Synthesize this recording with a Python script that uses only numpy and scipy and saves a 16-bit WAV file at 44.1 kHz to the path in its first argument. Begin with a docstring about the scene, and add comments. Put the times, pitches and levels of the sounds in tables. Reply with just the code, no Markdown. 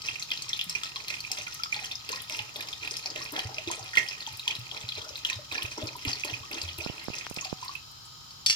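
"""In a small kitchen, water glugs from a glass bottle into a wide metal pot, four or five surges a second.
Clumped grains make the fizz, slosh and gurgle; dying sines make the bubbles and the air gulped into the bottle.
The water rings the pot's modes, noise ticks make the spray, and dents with a slow swing make the finger bumps.
The last drops fall; shaped noise hums like an appliance behind, and struck modes make the wire stopper
clink twice on the bottle neck among fainter touches."""
import sys
import numpy as np
from scipy import signal
from scipy.fft import rfft, irfft
from scipy.io import wavfile

SR = 44100
rng = np.random.default_rng(int(sys.argv[2]) if len(sys.argv) > 2 else 0)


def amplitude_ratio(level_db):
    """Convert a level in decibels to the matching linear amplitude (field) ratio."""
    exponent = np.asarray(level_db, float) / 20
    return 10 ** exponent


def wav_record(signal):
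    """Record a signal, one row per channel, as 16-bit PCM in the file named by sys.argv[1]."""
    frames = np.transpose(np.atleast_2d(signal))
    bounded = np.clip(frames, -1, 1)
    # unit amplitude maps onto the largest positive 16-bit level
    quanta = np.round(bounded * 32767).astype(np.int16)
    wavfile.write(sys.argv[1], SR, quanta)


N = 377055   # length in samples

# loudest small bubbles snapping shut at the surface: [t/s, level/dB, f/Hz, cycles to fall 60 dB]
SURFACE_SNAPS = [(.019, -27.5, 4640, 22), (.06, -26.5, 5150, 22), (.0855, -20, 2630, 29),
                 (.1562, -25.5, 2700, 30), (.1965, -25, 6350, 35), (.2245, -21, 4320, 21),
                 (.3048, -27, 3470, 33), (.317, -17.5, 3100, 25), (.374, -23.5, 4060, 21),
                 (.4209, -23, 4360, 23), (.492, -21, 5570, 23), (.5314, -17.5, 3470, 34),
                 (.5635, -26, 4120, 40), (.5921, -19, 2930, 29), (.6123, -17, 3430, 16),
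                 (.6957, -17.5, 5300, 24), (.7507, -23, 2400, 52), (.8342, -19.5, 3360, 11),
                 (.9594, -19.5, 4070, 21.8), (1.0824, -24, 4100, 19), (1.1026, -21.5, 2530, 11),
                 (1.1406, -26.5, 2530, 12), (1.2042, -24, 4380, 32), (1.248, -30.5, 2410, 28),
                 (1.316, -15.5, 5200, 24), (1.4696, -28, 2400, 10), (1.6344, -18, 5100, 19),
                 (1.725, -22.5, 2330, 52), (1.7435, -21, 3720, 15), (1.8426, -27.5, 3120, 42),
                 (1.9143, -23, 3640, 41), (1.954, -25.5, 5100, 49), (2.0903, -26, 4790, 16),
                 (2.1293, -25, 4160, 20), (2.2976, -24, 2660, 9.8), (2.323, -28, 4800, 14),
                 (2.3468, -27, 2800, 26), (2.3908, -20, 2960, 23), (2.5591, -25.5, 3640, 22),
                 (2.608, -25.5, 3660, 23), (2.6863, -24.5, 5130, 15), (2.729, -25, 3640, 37),
                 (2.91, -20.5, 5040, 23), (2.9392, -26, 4540, 25), (2.9677, -20, 5160, 22),
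                 (3.0588, -17.5, 4530, 20), (3.1023, -24.5, 4880, 34), (3.16, -23.5, 3100, 15.5),
                 (3.3638, -24.5, 3300, 13), (3.3919, -18, 3120, 18), (3.544, -24.5, 5050, 23),
                 (3.583, -23.5, 2530, 11), (3.6749, -25.5, 3630, 26), (3.714, -18, 6430, 19.6),
                 (3.933, -25.5, 1870, 42), (3.9538, -21, 3080, 13), (3.9718, -9, 2073, 38),
                 (4.0864, -20, 5140, 21.5), (4.129, -34, 2520, 50), (4.2056, -26.5, 4300, 40),
                 (4.2248, -29.5, 3700, 47), (4.2646, -26, 3140, 33), (4.3955, -25, 3830, 52),
                 (4.4779, -12, 3130, 30), (4.5093, -23, 3220, 25), (4.552, -23.5, 3870, 28),
                 (4.7132, -26, 3180, 32), (4.8889, -21.5, 4000, 35), (4.9202, -26, 3340, 35),
                 (4.953, -26, 4000, 28), (4.9816, -27, 3680, 31), (5.016, -31, 3300, 29),
                 (5.0908, -25.5, 5430, 19), (5.1562, -25, 4000, 21), (5.2492, -14, 3070, 18),
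                 (5.2985, -21.5, 2500, 25), (5.3298, -22.5, 3810, 54), (5.5134, -32, 2540, 36),
                 (5.5238, -23, 3950, 11), (5.5775, -25, 4830, 35), (5.6215, -21.5, 3050, 23),
                 (5.8708, -23.5, 4600, 24), (6.0506, -21.5, 2900, 17), (6.0812, -26, 4950, 40),
                 (6.1154, -20.5, 4870, 18), (6.131, -19.5, 4460, 40), (6.2359, -21.5, 2560, 27),
                 (6.2474, -28, 6500, 16), (6.2984, -24, 2850, 32), (6.3372, -26, 2520, 40),
                 (6.5136, -28, 2600, 24), (6.616, -19.5, 4900, 24), (6.688, -26.5, 3060, 29),
                 (7.1348, -30.5, 2620, 23), (7.165, -31, 5640, 28), (7.3637, -25.5, 5360, 16),
                 (7.3845, -29, 2620, 32), (7.4107, -23, 6500, 55), (7.447, -23, 4920, 28),
                 (7.6808, -27.5, 4380, 46), (7.752, -25, 2594, 91)]
# large bubbles dragged under: [t/s, level/dB, f/Hz]
LARGE_BUBBLES = [(0.467, -47, 1100), (.833, -34, 1280), (.963, -37.5, 1083), (1.107, -49, 582),
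                 (1.306, -42.5, 759), (1.385, -42, 594), (1.478, -37.5, 1407), (1.597, -35, 1300),
                 (1.659, -33.5, 1254), (1.763, -38.5, 825), (1.822, -42, 759), (2.131, -34.5, 1046),
                 (2.306, -43, 596), (2.396, -40, 853), (2.559, -41, 568), (2.912, -47, 400),
                 (3.057, -38.5, 747), (3.159, -38, 593), (3.21, -36, 1120), (3.331, -40.5, 300),
                 (3.38, -32.5, 764), (3.493, -37.5, 760), (3.583, -37.5, 620), (3.674, -33, 342),
                 (3.717, -35, 1250), (3.796, -37, 759), (3.97, -44, 430), (4.276, -36.5, 870),
                 (4.472, -39.5, 965), (4.975, -44, 598), (5.063, -45.5, 610), (5.317, -41, 1020),
                 (5.39, -40, 587), (5.552, -28, 1720), (5.589, -38.5, 1040), (5.773, -54, 510),
                 (5.837, -41, 314), (5.954, -37.5, 974), (6.053, -39, 280), (6.095, -42, 740),
                 (6.248, -38, 572), (6.299, -46, 740), (6.435, -37, 1135), (6.511, -51, 564),
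                 (6.788, -41, 338), (7.426, -39, 1096), (7.456, -36, 740), (7.627, -34.5, 993),
                 (7.66, -41, 1040), (7.693, -31.5, 1110)]
# air gulped into the bottle: [t/s, level/dB, f/Hz, t60/s]
AIR_GULPS = [(.669, -42, 173.5, 0.25), (2.407, -41, 117, 0.051), (2.81, -51, 95, 0.14),
             (3.455, -31, 107, .068), (3.672, -45, 97, 0.11), (3.812, -44, 115, 0.13),
             (4.331, -45, 102, 0.11), (4.589, -35, 127, 0.089), (4.843, -37, 117, .05),
             (4.975, -46, 95, 0.15), (5.111, -50, 83, .16), (5.365, -36, 108, 0.078),
             (5.519, -47, 98, 0.081), (5.646, -35, 98, 0.04), (5.836, -30.5, 117, 0.037),
             (6.075, -27, 105, 0.025), (6.328, -36, 123, 0.061), (6.409, -42, 102, 0.052),
             (6.636, -38, 88.4, 0.4), (6.785, -40, 84.5, 0.17)]
# finger bumps on the microphone housing: [t/s, level/dB, dent scale/ms, left over right/dB]
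FINGER_BUMPS = [(6.8617, -16, 0.68, -33), (6.897, -19.5, 1, -25), (7.0828, -15, 0.57, -31),
                (7.1, -22.5, 1, -19), (7.267, -13, 0.091, 11), (7.3109, -22, 0.71, -31),
                (7.3720, -21.5, 0.62, -32), (7.5267, -14, 0.75, -34)]
# stopper wire touching glass: [t/s, level/dB, low-mode boost/dB, high-mode boost/dB]
WIRE_TOUCHES = [(8.052, -58, -20, 21), (8.307, -42, -20, -20), (8.4620, -13.5, -39, -4),
                (8.475, -27, -17, -10), (8.4838, -22.5, -12, -6), (8.4984, -14, 3, -27),
                (8.5069, -20.5, -12, -3), (8.527, -22, -15, -15)]
# modes of bottle neck and wire: [f/Hz, relative level/dB, t60/s]
NECK_MODES = [(1790, -24, .12), (2293, -17, .11), (2772, -16, .15), (2950, -15, .04), (3090, -13, .05),
              (3400, -18, .1), (3612, -15, .05), (4020, -18, .05), (4510, -4, .045), (4620, -8, .05),
              (4703, -13, .15), (4900, -16, .08), (5552, -11, .14), (5720, -16, .06), (6100, -19, .05),
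              (6480, -12, .06), (7260, -21, .08), (7660, -16, .07), (8072, -17, .09), (9745, -19, .09),
              (12550, -26, .06), (15300, -21, .025)]
# modes of the pot wall and the air inside: [f/Hz, relative level/dB, t60/s]
POT_MODES = [(125.8, 3.5, 0.51), (325, -40, .2), (479, -36, 0.29), (598, -8, 0.33), (759, 4.5, 0.5),
             (853, 3, 0.38), (1040, -25, 0.13), (1100, -7, 0.24), (1900, 9, 0.24), (2564, 14, 0.04)]
# colour of fizz and spray: [f/Hz, relative level/dB]
FIZZ_COLOUR = [(1700, 14), (2050, -7.5), (2250, -6), (2600, 6.5), (3200, -3.5), (4000, 1.5), (5000, 1.5),
               (6300, 3.5), (7500, -25), (9000, 22), (13000, -9), (15500, -4)]
# colour of the appliance hum: [f/Hz, relative level/dB]
HUM_COLOUR = [(25, -32), (45, -9), (100, -3.5), (170, -11.5), (220, -13.5), (330, -14.5), (600, -19.5),
              (900, -7.5), (1400, -11), (1900, -21), (3200, -13), (5200, -10.5), (7600, -21),
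              (10000, -31.5), (16000, -27)]
# blurred whines in the hum: [f/Hz, width/Hz, rms level/dB]
HUM_WHINES = [(129.5, 46, -63), (1263, 44, -63.5), (3120, 130, -63.5), (4040, 270, -61), (5110, 720, -57),
              (6955, 120, -62.5), (12560, 2200, -70.5)]
# balance of the two microphones: [f/Hz, left over right level/dB]
STEREO_TILT = [(200, -0.5), (700, 2), (1300, 4), (1900, -10), (2600, -8), (3300, 4), (4400, 1.5),
               (6300, 3.5), (7300, -14.5), (8500, 23), (11000, 9), (15500, 3)]
# slugs of water landing, one per glug: [t/s, fizz level/dB, slosh level/dB, gurgle level/dB]
WATER_SURGES = [(.05, -43, -58, -57), (0.301, -42, -71, -83), (.53, -51, -62, -80), (0.751, -40, -57, -72),
                (0.948, -54, -72, -57), (1.08, -44.5, -79, -71.5), (1.305, -40, -60, -60),
                (1.47, -47.5, -75, -80), (1.725, -40.5, -66, -76), (1.765, -63, -53, -59),
                (2.086, -40.5, -50.5, -55.5), (2.298, -45, -56, -49), (2.56, -42.5, -60, -47.5),
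                (2.82, -40, -56, -55), (3.054, -63, -56, -51), (3.156, -45, -56, -50.5),
                (3.324, -45.5, -47.5, -44), (3.49, -64, -69, -52), (3.671, -46.5, -62, -45.5),
                (3.795, -51, -60, -56), (3.963, -39, -60, -50), (4.27, -47.5, -73, -70),
                (4.472, -59, -69, -54), (4.72, -44.5, -70, -51.5), (4.972, -45, -79, -48.5),
                (5.245, -47.5, -57, -58), (5.518, -40, -50, -48), (5.772, -41.5, -61, -45),
                (6.048, -40.5, -69, -49), (6.245, -46, -57, -48.5), (6.508, -41, -55, -46.5),
                (6.781, -43, -70, -49), (6.92, -47, -53, -60), (7.129, -45, -53, -54.5),
                (7.362, -47, -70, -53), (7.6, -51, -62, -78)]
# share of the deepest gurgle, faint at first and strongest near 5.7 s: [t/s, level over the other gurgle/dB]
DEEP_GURGLE_SHARE = [(0, -13), (2.2, -12), (3.3, -8.5), (4.4, -12.5), (5.7, -1), (7.7, -8.5)]
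# droplets of spray ticking on the pot wall: [t/s, level/dB]
SPRAY_DROPLETS = [(0.2309, -36), (0.2947, -42), (0.4199, -33), (0.4913, -42), (0.5751, -34),
                  (0.6399, -29.5), (0.6956, -30), (1.0814, -31), (1.2042, -34), (1.3164, -28),
                  (1.5424, -31), (1.634, -34.5), (1.7235, -44), (1.8427, -36), (2.0906, -32),
                  (2.2189, -28.5), (2.296, -32), (2.3705, -33), (2.5631, -32), (2.607, -30), (2.6893, -42),
                  (2.7297, -42), (2.8759, -38), (2.9711, -43), (2.9896, -37), (3.242, -32), (3.321, -28),
                  (3.3907, -38), (3.714, -38), (3.8422, -38), (3.9599, -41), (4.0961, -45), (4.3271, -37),
                  (4.3715, -32), (4.3954, -34), (4.4777, -36), (4.556, -37), (4.592, -38), (4.8893, -43),
                  (5.1721, -35), (5.2485, -49), (5.2645, -34), (5.5255, -33), (5.6301, -29), (5.8391, -41),
                  (5.9653, -31), (6.0506, -33), (6.1135, -43), (6.2472, -27), (6.5136, -36), (6.6298, -33),
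                  (6.783, -28.5), (7.0409, -37), (7.2988, -33.5), (7.3422, -31), (7.4465, -40),
                  (7.648, -36), (7.7343, -44), (7.752, -41), (7.9139, -44)]

# a surge swells, holds and dies: (attack s, hold s, t60 s)
FIZZ_SHAPE, SLOSH_SHAPE, GURGLE_SHAPE = (0.02, 0.048, 0.79), (0.023, 0.11, 0.2), (0.0022, 0.01, 0.64)
# the thin trickle between surges, until the pouring stops
TRICKLE_FIZZ_DB, POUR_END_S = -52.5, 7.76


def rms_one(x):
    """Scale to rms 1."""
    return x / np.sqrt(np.mean(x ** 2) + 1e-20)


def at_hz(points, hz):
    """Read a spectrum, straight on a log frequency axis."""
    points_hz, db = np.array(points).T
    return np.interp(np.log(np.maximum(hz, 1)), np.log(points_hz + 1e-9), db)


def band(x, order, hz, kind):
    """Butterworth filter."""
    return signal.sosfilt(signal.butter(order, hz, kind, fs=SR, output="sos"), x)


def drift(rate_hz):
    """Slow random wander of spread 1, made at every 40th sample and joined by lines."""
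    r = np.exp(-80 * np.pi * rate_hz / SR)
    noise = rng.standard_normal(N // 40 + 2002)
    slow = signal.lfilter([1], [1, -2 * r, r * r], noise)[2000:]   # drop the run-in
    return np.interp(np.arange(N) / 40, np.arange(len(slow)), rms_one(slow))


def ring(force, hz, t60):
    """A resonator: a unit click sets a dying sine of height about 1 ringing."""
    r, w = amplitude_ratio(-60 / (t60 * SR)), 2 * np.pi * hz / SR
    return signal.lfilter([0, np.sin(w)], [1, -2 * r * np.cos(w), r * r], force + 1e-18)


def add(out, s, sound):
    """Mix a short sound in at time s."""
    i = round(s * SR)
    out[..., i:i + sound.shape[-1]] += sound[..., :N - i]


def bubble(hz, t60, rise, swell):
    """A dying sine of peak 1; pitch climbs by the share rise over t60, onset scales with swell cycles."""
    t = np.arange(int(t60 * SR) + 9) / SR
    wave = np.sin(2 * np.pi * hz * t * (1 + .5 * rise * t / t60))
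    wave = wave * (1 - np.exp(-t * hz / swell)) ** 2 * amplitude_ratio(-60 * t / t60)
    return wave / np.abs(wave).max()


def stereo_noise(size):
    """Two noises, alike in the bass and unrelated in the treble."""
    shared, own = rng.standard_normal(size), rng.standard_normal((2, size))
    low = signal.butter(1, 240, fs=SR)   # alike below 240 Hz
    return signal.lfilter(*low, shared) + own - 0.66 * signal.lfilter(*low, own)


def hum():
    """An appliance: steady broad noise, with narrow bands of the same noise as blurred whines."""
    f = np.fft.rfftfreq(N, 1 / SR)
    spectrum = rfft(stereo_noise(N))
    out = amplitude_ratio(-53.5) * rms_one(irfft(spectrum * amplitude_ratio(at_hz(HUM_COLOUR, f)), N))
    for hz, width_hz, db in HUM_WHINES:
        resonance = 1 / (1 + ((f - hz) / (width_hz / 2)) ** 2)
        out += amplitude_ratio(db) * rms_one(irfft(spectrum * resonance, N))
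    return out


def flow(column, shape, trickle_db=-120):
    """Power of one layer of the stream: surges of one shape over the trickle, until the pouring stops."""
    attack_s, hold_s, t60 = shape
    t = np.arange(N) / SR
    out, u = amplitude_ratio(2 * trickle_db) * np.ones(N), t[:SR]
    swell = np.minimum(u / attack_s, 1) ** 2
    surge = swell * amplitude_ratio(-120 * np.maximum(u - attack_s - hold_s, 0) / t60)
    for row in WATER_SURGES:
        add(out, max(row[0] - .5 * attack_s, 0), amplitude_ratio(2 * row[column]) * surge)
    return out * amplitude_ratio(-120 * np.maximum(t - POUR_END_S, 0) / 0.13)


def fizz_flow():
    """Power of the fizz of surges and trickle."""
    return flow(column=1, shape=FIZZ_SHAPE, trickle_db=TRICKLE_FIZZ_DB)


def bursts(rows):
    """Power envelope of sudden bursts (s, dB, t60 s) that die away."""
    out = np.zeros(N)
    for s, db, t60 in rows:
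        u = np.arange(int(t60 * SR)) / SR
        add(out, s, amplitude_ratio(2 * db - 120 * u / t60))
    return out


def grains(per_s, pitches_hz, gains_db, cycles, spread_db, clump_db):
    """Clumped random bubbles dealt to resonators; rms 1."""
    sizes = amplitude_ratio(spread_db * np.minimum(rng.exponential(1, N), 4)) * rng.choice([-1, 1], N)
    born = rng.random(N) < per_s * amplitude_ratio(clump_db * drift(25)) / SR
    clicks = sizes * born
    dealt = rng.integers(0, len(pitches_hz), N)
    out = np.zeros(N)
    for k, (hz, db) in enumerate(zip(pitches_hz, gains_db)):
        out += amplitude_ratio(db) * ring(clicks * (dealt == k), hz, cycles / hz)
    return rms_one(out)


def stream(snap_rows):
    """Bubble grains as fizz, spray, slosh and gurgle follow the surges; snaps stir up more fizz."""
    high, top = np.geomspace(1900, 7200, 30), np.geomspace(7500, 15500, 6)
    low, middle = np.geomspace(430, 1450, 12), np.geomspace(1700, 2150, 6)
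    high_db = at_hz(FIZZ_COLOUR, high) + 10 * np.log10(high)
    top_db = at_hz(FIZZ_COLOUR, top) + 10 * np.log10(top)
    fizz = grains(900, high, high_db, cycles=24, spread_db=5, clump_db=5)
    spray = grains(350, top, top_db, cycles=6, spread_db=5.5, clump_db=5)
    slosh = grains(300, middle, 0 * middle, cycles=20, spread_db=5, clump_db=5)
    gurgle = grains(600, low, 1.5 * np.log2(low / 600), cycles=18, spread_db=3, clump_db=2.5)
    deep = grains(150, np.geomspace(280, 420, 4), np.zeros(4), cycles=16, spread_db=3, clump_db=2.5)
    deep_db = np.interp(np.arange(N) / SR, *np.transpose(DEEP_GURGLE_SHARE))
    gurgle = band(gurgle, 2, 380, "high") + amplitude_ratio(deep_db) * deep
    gurgle = band(gurgle, 2, 200, "high")
    stirred = bursts((row[0], row[1] - 22, .15) for row in snap_rows)
    out = np.sqrt(fizz_flow() + stirred) * (fizz + amplitude_ratio(-22.0) * spray)
    out += np.sqrt(flow(column=3, shape=GURGLE_SHAPE)) * gurgle
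    return out + np.sqrt(flow(column=2, shape=SLOSH_SHAPE)) * slosh


def pot(water):
    """The water's sound shakes the wall, whose modes ring on."""
    return sum(amplitude_ratio(db - 64.0) * ring(water, hz, t60) for hz, db, t60 in POT_MODES)


def big_bubbles(table, rise, swell, lead_s):
    """Slow bubbles, one per row, each starting lead_s ahead of its time."""
    out = np.zeros(N)
    for s, db, hz, t60 in table:
        add(out, s - lead_s, amplitude_ratio(db) * bubble(hz, t60, rise, swell))
    return out


def plunge_t60(hz):
    """Decay in s of a bubble dragged under: big, low bubbles ring longer."""
    return 0.054 * (hz / 600) ** -0.25


def lesser_plunges():
    """Lesser bubbles dragged under at random, gliding up in pitch, their level following the gurgle."""
    count, over_gurgle_db, spread_db, low_hz, high_hz = 200, 8.5, 3.5, 431, 1710
    gurgle = flow(column=3, shape=GURGLE_SHAPE)
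    when, pitch = rng.random((count, 2)).T
    s = .01 + when * POUR_END_S
    db = 10 * np.log10(gurgle[(s * SR).astype(int)]) + over_gurgle_db
    db = db + spread_db * rng.standard_normal(count)
    hz = low_hz * (high_hz / low_hz) ** pitch
    rows = np.transpose([s, db, hz, 0.58 * plunge_t60(hz)])
    return big_bubbles(rows, rise=.3, swell=1.0, lead_s=0)


def all_snaps():
    """The loud snaps, then lesser ones at random whose level follows the fizz, in rows alike."""
    count, over_fizz_db, spread_db, low_hz, high_hz, cycles = 150, 11.5, 2.5, 2370, 6500, 21.5
    when, pitch = rng.random((count, 2)).T
    size, ringing = rng.standard_normal((count, 2)).T
    s = when * POUR_END_S
    db = 10 * np.log10(fizz_flow()[(s * SR).astype(int)]) + over_fizz_db + spread_db * size
    hz = low_hz * (high_hz / low_hz) ** pitch
    lesser = np.transpose([s, db, hz, cycles * np.exp(0.65 * ringing)])
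    return np.vstack([SURFACE_SNAPS, lesser])


def snaps(rows):
    """Each snap is a broad crack, a short bubble tone with close neighbours and stragglers, and a tick of spray."""
    out, t = np.zeros(N), np.arange(300) / SR
    chance, noise = rng.standard_normal((len(rows), 10)), rng.standard_normal((len(rows), 300))
    tick = band(noise, 2, [7000, 13500], "band")
    tick *= amplitude_ratio(-60 * t / 0.0044) * (1 - np.exp(-t / 0.00023))
    crack = band(noise * amplitude_ratio(-60 * t / 0.0053), 2, [2200, 6200], "band")
    for (s, db, hz, cycles), c, spray, broad in zip(rows, chance, tick, crack):
        add(out, s, amplitude_ratio(db) * bubble(hz, cycles / hz, rise=0.0057, swell=0.95))
        mess = min(25 / cycles, 1.5)   # a long-ringing bubble closes cleanly, its neighbours near its pitch
        for detune, late in (c[:2], c[2:4]):
            near = hz * np.exp(0.237 * mess * detune)
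            tone = bubble(near, cycles / near, rise=0.58, swell=1.0)
            add(out, s + 0.0025 * abs(late), amplitude_ratio(db - 8.5) * tone)
        for detune, late in c[4:].reshape(3, 2):   # smaller bubbles keep closing nearby
            near = hz * np.exp(0.14 * mess * detune)
            tone = bubble(near, cycles / near, rise=0.25, swell=1.6)
            add(out, s + 0.0045 + .022 * abs(late), amplitude_ratio(db - 15.0) * min(mess, 1) * tone)
        add(out, s, amplitude_ratio(db - 10.5) * spray + amplitude_ratio(db - 1.5) * mess * broad)
    return out


def droplets():
    """Each droplet on the pot wall is a short tick of treble noise."""
    out, t = np.zeros(N), np.arange(300) / SR
    tick = band(rng.standard_normal((len(SPRAY_DROPLETS), 300)), 2, [7500, 14500], "band")
    tick *= amplitude_ratio(-60 * t / 0.0088) * (1 - np.exp(-t / 0.00047))
    for (s, db), one in zip(SPRAY_DROPLETS, tick):
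        add(out, s, amplitude_ratio(db) * one / np.abs(one).max())
    return out


def plunges():
    """Large bubbles dragged under ring low and glide up a little."""
    rows = [(s, db, hz, plunge_t60(hz)) for s, db, hz in LARGE_BUBBLES]
    return big_bubbles(rows, rise=0.11, swell=0.82, lead_s=0.001876)


def gulps():
    """Air gulped into the bottle booms low, sagging in pitch."""
    return big_bubbles(AIR_GULPS, rise=-0.21, swell=0.28, lead_s=0.0036)


def hollow(x):
    """The pot's shape cancels a share of one band of the water's sound."""
    hz, width_hz, share = 1555, 84, 0.68
    return x - share * signal.lfilter(*signal.iirpeak(hz, hz / width_hz, fs=SR), x)


def bumps():
    """A finger dents the housing sharply, then it swings back slowly; mostly in the nearer microphone."""
    out, t = np.zeros((2, N)), np.arange(900) / SR
    for s, db, dent_ms, pan_db in FINGER_BUMPS:
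        dent = np.exp(-.5 * ((t * 1000 - 2 * dent_ms) / (0.3 * dent_ms)) ** 2)
        back = ring(dent / dent.sum(), 190 / dent_ms * 0.55, 0.024 * dent_ms)
        sides = amplitude_ratio([[min(pan_db, 0)], [min(-pan_db, 0)]])
        add(out, s, amplitude_ratio(db) * sides * (0.89 * back - dent))
    return signal.lfilter(*signal.butter(2, 4000, fs=SR), out)


def stopper():
    """Every touch strikes all modes and cracks; where it lands shifts weight to the low or the high modes."""
    out, t = np.zeros(N), np.arange(400) / SR
    rows = np.array(WIRE_TOUCHES)
    s, level_db, low_db, high_db = rows.T
    for hz, db, t60 in NECK_MODES:
        clicks = np.zeros(N)
        clicks[(s * SR).astype(int)] = amplitude_ratio(level_db + db + (hz < 3300) * low_db + (hz > 7000) * high_db)
        out += ring(clicks, hz, t60)
    crack = rng.standard_normal((len(rows), 400)) * amplitude_ratio(-60 * t / 0.023) * (1 - np.exp(-t / 0.0012))
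    crack = band(crack, 2, [2600, 7200], "band")
    for row, c in zip(rows, crack):
        add(out, row[0], amplitude_ratio(row[1] + 2.5) * c)
    out = band(out, 3, 1700, "high")   # small parts radiate no bass
    thud = bubble(380, 0.0077, rise=0, swell=0.083)
    add(out, s[-3], amplitude_ratio(-39) * thud)   # the lower blow thuds in the bottle's body
    return out


def kitchen(x):
    """Dense reflections: dying noise, other in each ear, starting with the pot's inner echoes."""
    t = np.arange(SR // 2) / SR
    inner_echoes = 1 + 4.15 * np.exp(-t / 0.0025)
    tail = stereo_noise(len(t)) * amplitude_ratio(-60 * t / 0.22) * inner_echoes * (t > .0006)
    tail = signal.lfilter(*signal.butter(2, 200, "high", fs=SR), tail)   # a small room returns little deep bass
    tail /= np.sqrt(np.sum(tail ** 2) / 2)
    return amplitude_ratio(-.5) * signal.fftconvolve(x[None], tail, axes=1)[:, :N]


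def microphones(air):
    """Colour the two sides apart by the tilt, keeping their summed power gain even."""
    tilt_db = at_hz(STEREO_TILT, np.linspace(0, SR / 2, 257))
    colours = []
    for side in (1, -1):
        gain = np.sqrt(2 / (1 + amplitude_ratio(-2 * side * tilt_db)))
        colours.append(signal.firwin2(255, np.linspace(0, 1, 257), gain))
    return signal.fftconvolve(air, colours, "same", axes=1)


def scene():
    """Pot and bottle stand to the left, so the right microphone hears them later."""
    rows = all_snaps()
    water = stream(rows) + lesser_plunges() + snaps(rows) + droplets() + plunges() + gulps()
    water = hollow(water)
    near = water + pot(water) + stopper()
    right_lag_s = 0.00022
    late = np.interp(np.arange(N) - right_lag_s * SR, np.arange(N), near)
    air = np.array([near, late]) + kitchen(near) + hum()
    return microphones(air) + bumps()


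def band_limit(x):
    """A steep low-pass at the top of the band."""
    return signal.sosfilt(signal.butter(12, 16850, fs=SR, output="sos"), x)


def record(dry):
    """A steep low-pass cuts the top above 15.8 kHz."""
    mix = band(dry, 8, 15800, "low")
    return band_limit(mix)


dry = scene()
out = record(dry)
wav_record(out)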